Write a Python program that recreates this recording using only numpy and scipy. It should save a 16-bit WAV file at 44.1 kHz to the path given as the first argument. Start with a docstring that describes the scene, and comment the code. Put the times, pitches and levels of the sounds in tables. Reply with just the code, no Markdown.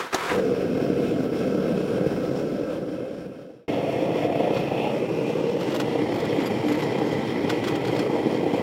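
"""A gas forge roars: random flame noise is shaped by fixed colours and by bands that glide in pitch.
A hand torch, a rough hiss with pops, lights it behind a half-closed mouth; the roar fades, then returns
at once, closer, with the mouth open. Tongs push in a steel plate, which dulls the roar. The plate knocks
(noise bursts and short rings) and scrapes (rough noise and snaps) on the lining; the tongs squeak
(rubbed modes). A short tail from close walls and a soft microphone hiss lie behind it all."""
import sys
import numpy as np
from scipy import signal
from scipy.fft import rfft, irfft, next_fast_len
from scipy.io import wavfile
from scipy.ndimage import uniform_filter1d

SR = 44100
rng = np.random.default_rng(int(sys.argv[2]) if len(sys.argv) > 2 else 0)


def store_wav(level_fs):
    """Save 16-bit WAV to argv[1]."""
    pcm = np.round(np.clip(np.atleast_2d(level_fs), -1, 1) * 32767)
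    wavfile.write(sys.argv[1], SR, pcm.T.astype(np.int16))


N = 380141
T = np.arange(N) / SR  # time of each sample, s


def undb(db):
    """Turn decibels into a plain gain."""
    return 10 ** (np.asarray(db) / 20)


def unit(x):
    """Scale a signal to an average (RMS) strength of 1."""
    return x / np.sqrt(np.mean(x ** 2))


def colour(x, points, peaks=()):
    """Filter by a curve of (f/Hz, level/dB) and peaks of (f/Hz, width/Hz, level/dB); keeps white noise's power."""
    size = 8192
    hz = np.fft.rfftfreq(size, 1 / SR) + 1
    curve_hz, curve_db = np.array(points).T
    db = np.interp(np.log(hz), np.log(curve_hz), curve_db)
    for peak_hz, width_hz, peak_db in peaks:
        db = db + peak_db / (1 + (2 * (hz - peak_hz) / width_hz) ** 2)
    # fold the cepstrum forward so that the filter answers at once and never ahead of its input
    cepstrum = irfft(np.log(undb(db)))
    cepstrum[1:size // 2] *= 2
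    cepstrum[size // 2 + 1:] = 0
    response = irfft(np.exp(rfft(cepstrum)))
    return signal.fftconvolve(x, response / np.linalg.norm(response))[:N]


def walk(rate):
    """Random levels, each held 1 / rate seconds, then smoothed twice; spread 1."""
    hold = int(SR / rate)
    levels = rng.standard_normal(N // 16 + 1)[:N // hold + 1]
    smooth = uniform_filter1d(np.repeat(levels, hold), hold)
    return unit(uniform_filter1d(smooth, hold)[:N])


def ring(x, hz, t60):
    """One mode struck by x: a tone that falls 60 dB in t60 seconds."""
    r = np.exp(-np.log(1000) / (t60 * SR))
    w = 2 * np.pi * hz / SR
    return signal.lfilter([0, np.sin(w)], [1, -2 * r * np.cos(w), r * r], x)


def bursts(times, dbs, t60s, rise_s=0.001):
    """Loudness curve of quick starts that die away."""
    out = np.zeros(N)
    for s, db, t60 in zip(times, dbs, t60s):
        i = int(s * SR)
        age = T[:min(SR // 4, N - i)]
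        out[i:i + len(age)] += (1 - np.exp(-age / rise_s)) * undb(db - 60 * age / max(t60, .002))
    return out


# Colour of the roar for each state of the mouth: f/Hz, relative level/dB
BRICKED_COLOUR = [(15, -64), (25, -33), (82, -19), (140, -6.5), (315, -7), (360, -6.5), (498, -2.5),
                  (901, -27), (1590, -29), (1820, -36), (2580, -35), (3560, -39), (5480, -42.5),
                  (6440, -50), (15700, -55.5)]
OPEN_COLOUR = [(15, -68), (25, -40), (140, -3.5), (307, -4), (370, -1.5), (525, 0), (652, -5.5),
               (1240, -23), (1540, -19), (2510, -26.5), (3370, -25), (3860, -37), (4420, -38),
               (6800, -47.5), (15700, -52)]
ACROSS_COLOUR = [(15, -80), (25, -43), (64, -26), (129, -5.5), (298, -2.5), (391, -3), (447, -2),
                 (618, -8.5), (707, -25), (787, -14), (1420, -27.5), (1540, -31.5), (2510, -29.5),
                 (4070, -36.5), (15700, -56)]
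PLATE_INSIDE_COLOUR = [(15, -72), (25, -49), (113, -7), (205, -4.5), (307, -1.5), (435, 2), (707, -16),
                       (787, -9.5), (1460, -28.5), (2020, -24.5), (3200, -33.5), (3660, -33.5),
                       (5190, -38.5), (5940, -45), (15700, -54.5)]
# Resonances and nulls of chamber and burner tubes:
# f/Hz, width/Hz, then level/dB bricked, level/dB open, level/dB plate across, level/dB plate inside
CHAMBER_MODES = [(301, 51, 8, 6, 3, 4), (381.5, 37, -1, -5.5, -2, -7), (461, 130, -1.5, 1, 4.5, 0),
                 (630, 160, -1, 4, 1.5, 2.5), (750, 83, 1, -3.5, 6, 1), (1327, 25, 9.5, 8, -13, 7),
                 (1536, 280, 5, -9.5, 3.5, 0.5), (1993, 140, 1, 4, 7, 7.5), (2146, 65, 8, 8, 7.5, 6.5),
                 (2417, 120, 3, 8, 10.5, 7.5), (2600, 144, 7, 7, 7.5, 1.5), (3187, 340, 4.5, 0, 3, 10.5),
                 (4380, 120, -1, 6.5, 3, 4.5), (5450, 690, 6.5, 9, 6.5, 6.5), (7100, 730, 4, 4.5, 0.5, 4.5),
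                 (9100, 420, 6, 6, 1, 3.5)]
# Where the plate is: t/s, place (0 away, 1 across the mouth, 2 or more inside)
PLATE_PLACE = [(4.88, 0.05), (5.08, 0.97), (5.5, 0.89), (5.66, 0.98), (6.3, 2.5)]
# Two resonances of the open mouth shift and swell as the plate nears;
# once it is covered the low one dies, while the high one dips, then returns:
# t/s, low f/Hz, low level/dB, high f/Hz, high level/dB
MOUTH_BANDS = [(3.68, 634, -35.5, 2490, -54), (4.3, 638, -38, 2430, -58.5), (4.65, 696, -34.5, 2420, -45),
               (4.87, 785, -30, 2500, -38), (4.95, 796, -46, 2500, -62), (5.2, 800, -60, 2440, -44),
               (5.5, 800, -76, 2620, -51)]
# Two resonances behind the brick drift and swell while the flame settles:
# t/s, low f/Hz, low level/dB, high f/Hz, high level/dB
SETTLING_BANDS = [(.35, 312, -34, 471, -24.5), (1.1, 300, -34, 418, -36.5), (1.6, 221, -27.5, 510, -32),
                  (2.0, 202, -39.5, 440, -35.5), (2.5, 197, -45, 559, -32), (3.3, 189, -45, 523, -30)]
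# Gas in the chamber mouth whooshes up before it catches: t/s, f/Hz, level/dB
WHOOSH_BAND = [(.17, 1500, -42), (.27, 1500, -41), (.3, 1450, -24), (.34, 1000, -35), (.4, 1100, -68)]
MOUTH_WIDTH_HZ, SETTLING_WIDTH_HZ, WHOOSH_WIDTH_HZ = (100, 400), (60, 70), (1160,)
CATCH_S, CATCH_RISE_S = 0.286, 0.034  # the forge lights
BRICKED_DB, OPEN_DB = -25, -24  # level of the coloured roar, without the gliding bands


def forge():
    """Flame noise heard through the chamber, whose resonances change as brick or plate covers the mouth."""
    drive = turbulence()
    modes = np.array(CHAMBER_MODES)
    colours = BRICKED_COLOUR, OPEN_COLOUR, ACROSS_COLOUR, PLATE_INSIDE_COLOUR
    bricked, *states = (colour(drive, c, modes[:, [0, 1, 2 + k]]) for k, c in enumerate(colours))

    # far view: the flame catches behind the brick
    lit = np.clip((T - CATCH_S) / CATCH_RISE_S, 0, 1) ** 2
    air = np.roll(drive, SR)  # the same noise a second apart, so these bands vary on their own
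    settling = glide(air, SETTLING_BANDS, SETTLING_WIDTH_HZ)
    whoosh = glide(air, WHOOSH_BAND, WHOOSH_WIDTH_HZ)
    far = lit * (undb(BRICKED_DB) * bricked + settling) + whoosh

    # close view: the plate's place cross-fades the three colours
    place = np.clip(np.interp(T, *np.transpose(PLATE_PLACE)), 0, 2)
    roar = sum(np.clip(1 - np.abs(place - k), 0, 1) * state for k, state in enumerate(states))
    near = undb(OPEN_DB) * roar + glide(drive, MOUTH_BANDS, MOUTH_WIDTH_HZ)
    return far, near


def turbulence(puff_db=2.1, puff_rate=300, swell_db=.4, flicker_db=.9, wander_db=.8, sputter_db=1.2):
    """Uneven burning: quick puffs in all bands, sputter in the gas jets, each half octave flickering alone."""
    puffs = walk(puff_rate)
    # a puff uses up gas, so a lull follows it and the mean over 50 ms stays even
    puffs = puff_db * unit(puffs - uniform_filter1d(puffs, SR // 20))
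    puffs = puffs + swell_db * walk(2.594)
    sputter = walk(22)
    sputter = sputter_db * unit(sputter - uniform_filter1d(sputter, SR // 3))

    size = next_fast_len(N)
    spectrum = rfft(rng.standard_normal(N), size)
    half_octave = 2 * np.log2(np.fft.rfftfreq(size, 1 / SR) / 40 + 1e-9)  # counted up from 40 Hz
    half_octave = np.clip(half_octave, 0, 18)
    out = 0
    for k in range(19):
        share = np.cos(np.pi / 2 * np.clip(half_octave - k, -1, 1)) ** 2  # overlapping bands
        jet = np.clip((k - 7) / 6, 0, 1)  # higher bands belong more to the gas jets
        flicker = flicker_db * walk(12)
        wander = (1 - 0.59 * jet) * wander_db * walk(2.403)
        level_db = (1 - 0.58 * jet) * puffs + jet * sputter + flicker + wander
        out = out + irfft(spectrum * share)[:N] * undb(level_db)
    return unit(out)


def glide(drive, table, widths_hz):
    """Resonances as narrow bands of flame noise, whose pitches and levels glide along a table."""
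    s, *columns = np.transpose(table)
    span = slice(int(s[0] * SR) - SR // 10, int(s[-1] * SR) + SR // 2)
    t, out = T[span], np.zeros(N)
    for hz, db, width_hz in zip(columns[::2], columns[1::2], widths_hz):
        # shift the band down to 0 Hz, keep what is near it, shift it back up
        turn = np.exp(2j * np.pi * np.cumsum(np.interp(t, s, hz)) / SR)
        lowpass = signal.butter(2, width_hz / 2, fs=SR, output="sos")
        band = signal.sosfilt(lowpass, drive[span] / turn) * turn
        out[span] += unit(band.real) * undb(np.interp(t, s, db)) * (t > s[0])
    return out


# Torch jet sputters out, relights with a burst, holds nearly steady while the forge catches, then is shut:
# t/s, level/dB
TORCH_JET = [(0, -27.5), (.11, -42), (.124, -39), (.13, -25.5), (.18, -29.5), (.275, -28.5), (.3, -29),
             (.34, -29), (.36, -33), (.4, -36.5), (.5, -65)]
# Colour of the torch jet: f/Hz, relative level/dB
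TORCH_COLOUR = [(35, -69), (60, -31), (361, -13.5), (396, -12.5), (455, -13.5), (561, -11.5), (602, -22),
                (708, -15), (1240, -11.5), (15700, -46.5)]
# Ignition pops: t/s, level/dB (of the start, before its rise), time to fall 60 dB/s
IGNITION_POPS = [(0.133, -27.5, 0.078), (0.1443, -9, 0.029)]
# Colour of the pops: f/Hz, relative level/dB
POP_COLOUR = [(59, -19), (100, -12), (468, 5), (2600, -25), (3080, -29), (3800, -4), (4600, -22),
              (5930, -13.5), (15700, -36.5)]
VALVE_S, VALVE_DB = .3605, -36  # torch trigger clicks shut


def torch():
    """Gas rushing from a nozzle as rough noise, pops of gas catching, and the click of the trigger."""
    rough_noise = unit(rng.standard_normal(N) * undb(1.0 * walk(213.0)))
    gas = undb(np.interp(T, *np.transpose(TORCH_JET), right=-200))  # silent after the last row
    jet = colour(rough_noise, TORCH_COLOUR) * gas
    pops = colour(rng.standard_normal(N) * bursts(*np.transpose(IGNITION_POPS)), POP_COLOUR)
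    bright_noise = np.diff(rng.standard_normal(N + 1))
    click = bright_noise * bursts([VALVE_S], [VALVE_DB], [.012])
    return jet + pops + click


# Plate knocking on the lining: t/s, relative level/dB, brightness as level/dB, spot (0 face to 1 edge)
PLATE_KNOCKS = [(4.5676, -24.5, -8, .2), (5.6075, -27, -1, .05), (5.7184, -26, -9, .05),
                (5.7394, -30, -6, .05), (5.753, -29, -9, .3), (5.798, -19, 4.5, .3), (5.813, -32, 3, .1),
                (6.1994, -28, 5, .4), (6.2494, -32, 9, .4), (6.4014, -27.5, -1, .4), (6.4178, -29, -6, .7),
                (6.4564, -26.5, 5, .4), (6.505, -37, 8, .4), (6.7231, -30, 7, .4), (6.821, -25, -2, .4),
                (6.8314, -34, 10, .4), (6.984, -30, 3, .7), (7.109, -36, 0, .4), (7.1294, -30, 2, 0.62),
                (7.496, -16, 2, .1), (7.512, -36, 3, .2), (7.638, -25, 3, .3), (7.647, -31, 1, .6),
                (7.671, -23, 0, .3), (7.681, -24.5, 7, .2), (7.7543, -26, 7, .7), (7.848, -25, -1, .5),
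                (7.872, -28, 4, .3), (7.9624, -24, -2, .5), (7.991, -20.5, 2, .9)]
# Colour of knocks and scrapes: f/Hz, relative level/dB
KNOCK_COLOUR = [(300, -18), (900, 5.5), (1400, 3.5), (2200, 0), (3300, 0), (5200, -7), (6500, -12),
                (10000, -20), (15800, -22)]
# Modes of the plate: f/Hz, level/dB hit on the face, level/dB hit on the edge, time to fall 60 dB/s
PLATE_MODES = [(1500, 12, -13, 0.023), (2130, 1, 0, 0.036), (3420, 1, -2, 0.03), (4200, -9, -3, 0.04),
               (5190, -10, 1, 0.045), (7300, -11, -1, .03)]
# Plate dragged over the rough lining: start t/s, length/s, relative level/dB
PLATE_DRAGS = [(4.523, 0.081, -48), (5.565, 0.055, -47), (5.695, 0.071, -40.5), (6.115, 0.13, -46),
               (6.3, 0.17, -48), (6.602, 0.21, -44.5), (6.967, 0.14, -50), (7.2, 0.28, -55),
               (7.62, 0.089, -48), (7.78, 0.18, -46.5)]
KNOCK_T60_S, KNOCK_CRUNCH_S = 0.045, 0.0069  # decay of a blow; time the lining crunches under it
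DRAG_SWELL, DRAG_STOP_S = 0.5, 0.03  # power of the build-up; time to die away
# crumbs snapping under the drag: how many, level relative to the drag, its scatter, decay
GRIT_PER_S, GRIT_DB, GRIT_SCATTER_DB, GRIT_T60_S = 200, 6, 3.5, 0.008


def plate(crack_db=-1, ring_db=-40, vary_db=4.0, rise_s=0.0022, treble_db=-3, chime_db=-20,
          chime_t60=0.016, grit_db=4, scrape_hz=3500, tick_db=14):
    """Blows make gritty cracks that ring the steel, each with its own brightness; drags rasp and snap crumbs."""
    s, db, bright_db, on_edge = np.transpose(PLATE_KNOCKS)
    on_edge = np.clip(on_edge, 0, 1)
    dull_noise, sharp_noise, drag_noise = rng.standard_normal((3, N))

    drag = np.zeros(N)
    for start, length, drag_db in PLATE_DRAGS:
        swell = np.clip((T - start) / length, 0, 1) ** DRAG_SWELL
        stop = np.exp(-np.clip(T - start - length, 0, None) / DRAG_STOP_S)
        drag += undb(drag_db) * swell * stop

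    # crumbs snap at random moments, as strongly as the drag allows
    snap_now = rng.random(N) < GRIT_PER_S / SR
    snaps = snap_now * undb(GRIT_DB + GRIT_SCATTER_DB * rng.standard_normal(N)) * drag
    crumb_decay = undb(-60 / (GRIT_T60_S * SR))
    crumbs = signal.lfilter([1], [1, -crumb_decay], uniform_filter1d(snaps, SR // 500))

    def crunch(level_db):
        """Loudness of the blows, smeared over the crunch time."""
        blows = bursts(s, level_db, np.full(len(s), KNOCK_T60_S), rise_s)
        return uniform_filter1d(blows, int(KNOCK_CRUNCH_S * SR))

    # below 6 kHz follows the level; above it also follows the brightness
    below = signal.butter(2, 6000, fs=SR, output="sos")
    above = signal.butter(2, 6000, "high", fs=SR, output="sos")
    dull = signal.sosfilt(below, crunch(db) * dull_noise)
    sharp = signal.sosfilt(above, crunch(db + bright_db + treble_db) * sharp_noise)
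    contact = dull + sharp

    latest = np.clip(np.searchsorted(s, T) - 1, 0, None)  # the most recent knock at each moment
    spot_db = vary_db * rng.standard_normal((len(PLATE_MODES), len(s)))  # each blow lands on its own spot
    rings = 0
    for (hz, face_db, edge_db, t60), spot in zip(PLATE_MODES, spot_db):
        mode_db = face_db + on_edge * (edge_db - face_db) + spot
        rings = rings + ring(contact * undb(mode_db)[latest], hz, t60)

    rasp = (drag + crumbs) * unit(drag_noise * undb(grit_db * walk(120)))
    rasp = signal.lfilter(*signal.butter(1, scrape_hz, fs=SR), rasp)  # dull rasp
    scrape = rasp + undb(tick_db) * snaps  # thin ticks
    # crumbs ping the tongs
    chimes = sum(ring(snaps * rng.standard_normal(N), hz, chime_t60) for hz, *_ in TONGS_MODES)
    knocks = colour(undb(crack_db) * contact + scrape, KNOCK_COLOUR)
    return undb(chime_db) * chimes + knocks + undb(ring_db) * rings


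# Tongs squeaking: t/s, length/s, relative level/dB, spot (0 jaw to 1 pivot)
TONGS_SQUEAKS = [(6.43, 0.025, -56, 0.085), (6.455, 0.026, -48, 0), (6.66, 0.06, -50, 0.28),
                 (6.715, 0.017, -48, 0.25), (7.02, 0.08, -62, 0.84), (7.11, .025, -62, 1),
                 (7.905, 0.03, -60, 0.76)]
# Modes of the tongs: f/Hz, level/dB rubbed at the jaw, level/dB rubbed at the pivot
TONGS_MODES = [(4790, 5.5, -30), (6470, -20, 8), (7100, -6, -12), (7500, -20, 6), (8100, -16, -15),
               (9950, -10, 0), (11580, 3, -13), (12300, -25, -7), (13400, -17, -18), (14500, -18, -14),
               (14800, -20, -6)]


def tongs(mode_t60=0.025, rough=1.3, flutter_db=5.0, flutter_s=0.015):
    """Rubbing steel drives its modes with a rough swell; jaw and pivot favour different ones."""
    out, age = np.zeros(N), T[:SR // 5]
    for s, length, db, pivot in TONGS_SQUEAKS:
        start = int(s * SR)
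        swell = np.sin(np.pi * np.clip(age / length, 0, 1))
        for hz, jaw_db, pivot_db in TONGS_MODES:
            roughness = 1 + rough * rng.standard_normal(len(age))
            rub = swell * roughness * np.sin(2 * np.pi * hz * age)
            flutter = uniform_filter1d(rng.standard_normal(len(age)), int(flutter_s * SR))
            tone = ring(rub * undb(flutter_db * unit(flutter)), hz, mode_t60)
            gain = undb(db + jaw_db + np.clip(pivot, 0, 1) * (pivot_db - jaw_db))
            out[start:start + len(age)] += gain * np.sqrt(2) * tone / np.abs(tone).max()
    return out


SHED_T60_S, SHED_DB = .1, -13  # decay of the tail; its level relative to the direct sound


def shed(x):
    """Close walls and bench add a short dense tail, which ripples the spectrum."""
    age = T[:SR // 4]
    tail = rng.standard_normal(len(age)) * undb(-60 * age / SHED_T60_S)
    tail = tail * (age > .003)  # the first reflections arrive after 3 ms
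    wet = undb(SHED_DB)
    echo = signal.fftconvolve(x, tail / np.linalg.norm(tail))[:N]
    return (x + wet * echo) / np.sqrt(1 + wet ** 2)


FADE_START_S, FADE_END_S = 2.16, 3.686  # straight fade of the gain
CLOSE_S, CLOSE_RISE_S = 3.679, 0.0032  # the close view starts
HISS_DB = -67  # microphone hiss


def scene():
    """The lighting is faded out; the close view starts abruptly. Both carry the same microphone hiss."""
    far, near = forge()
    fade = np.clip((FADE_END_S - T) / (FADE_END_S - FADE_START_S), 0, 1)
    start = np.clip((T - CLOSE_S) / CLOSE_RISE_S, 0, 1)
    hiss = undb(HISS_DB) * rng.standard_normal(N)
    lighting = shed(far + torch()) + hiss
    close_view = shed(near + plate() + tongs()) + hiss
    return (fade * lighting + start * close_view)[None]


TOP_HZ = 15830


def record(dry):
    """The recorder steeply cuts everything above its top frequency."""
    return signal.sosfiltfilt(signal.ellip(12, .1, 50, TOP_HZ, fs=SR, output="sos"), dry)


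dry = scene()
out = record(dry)
store_wav(out)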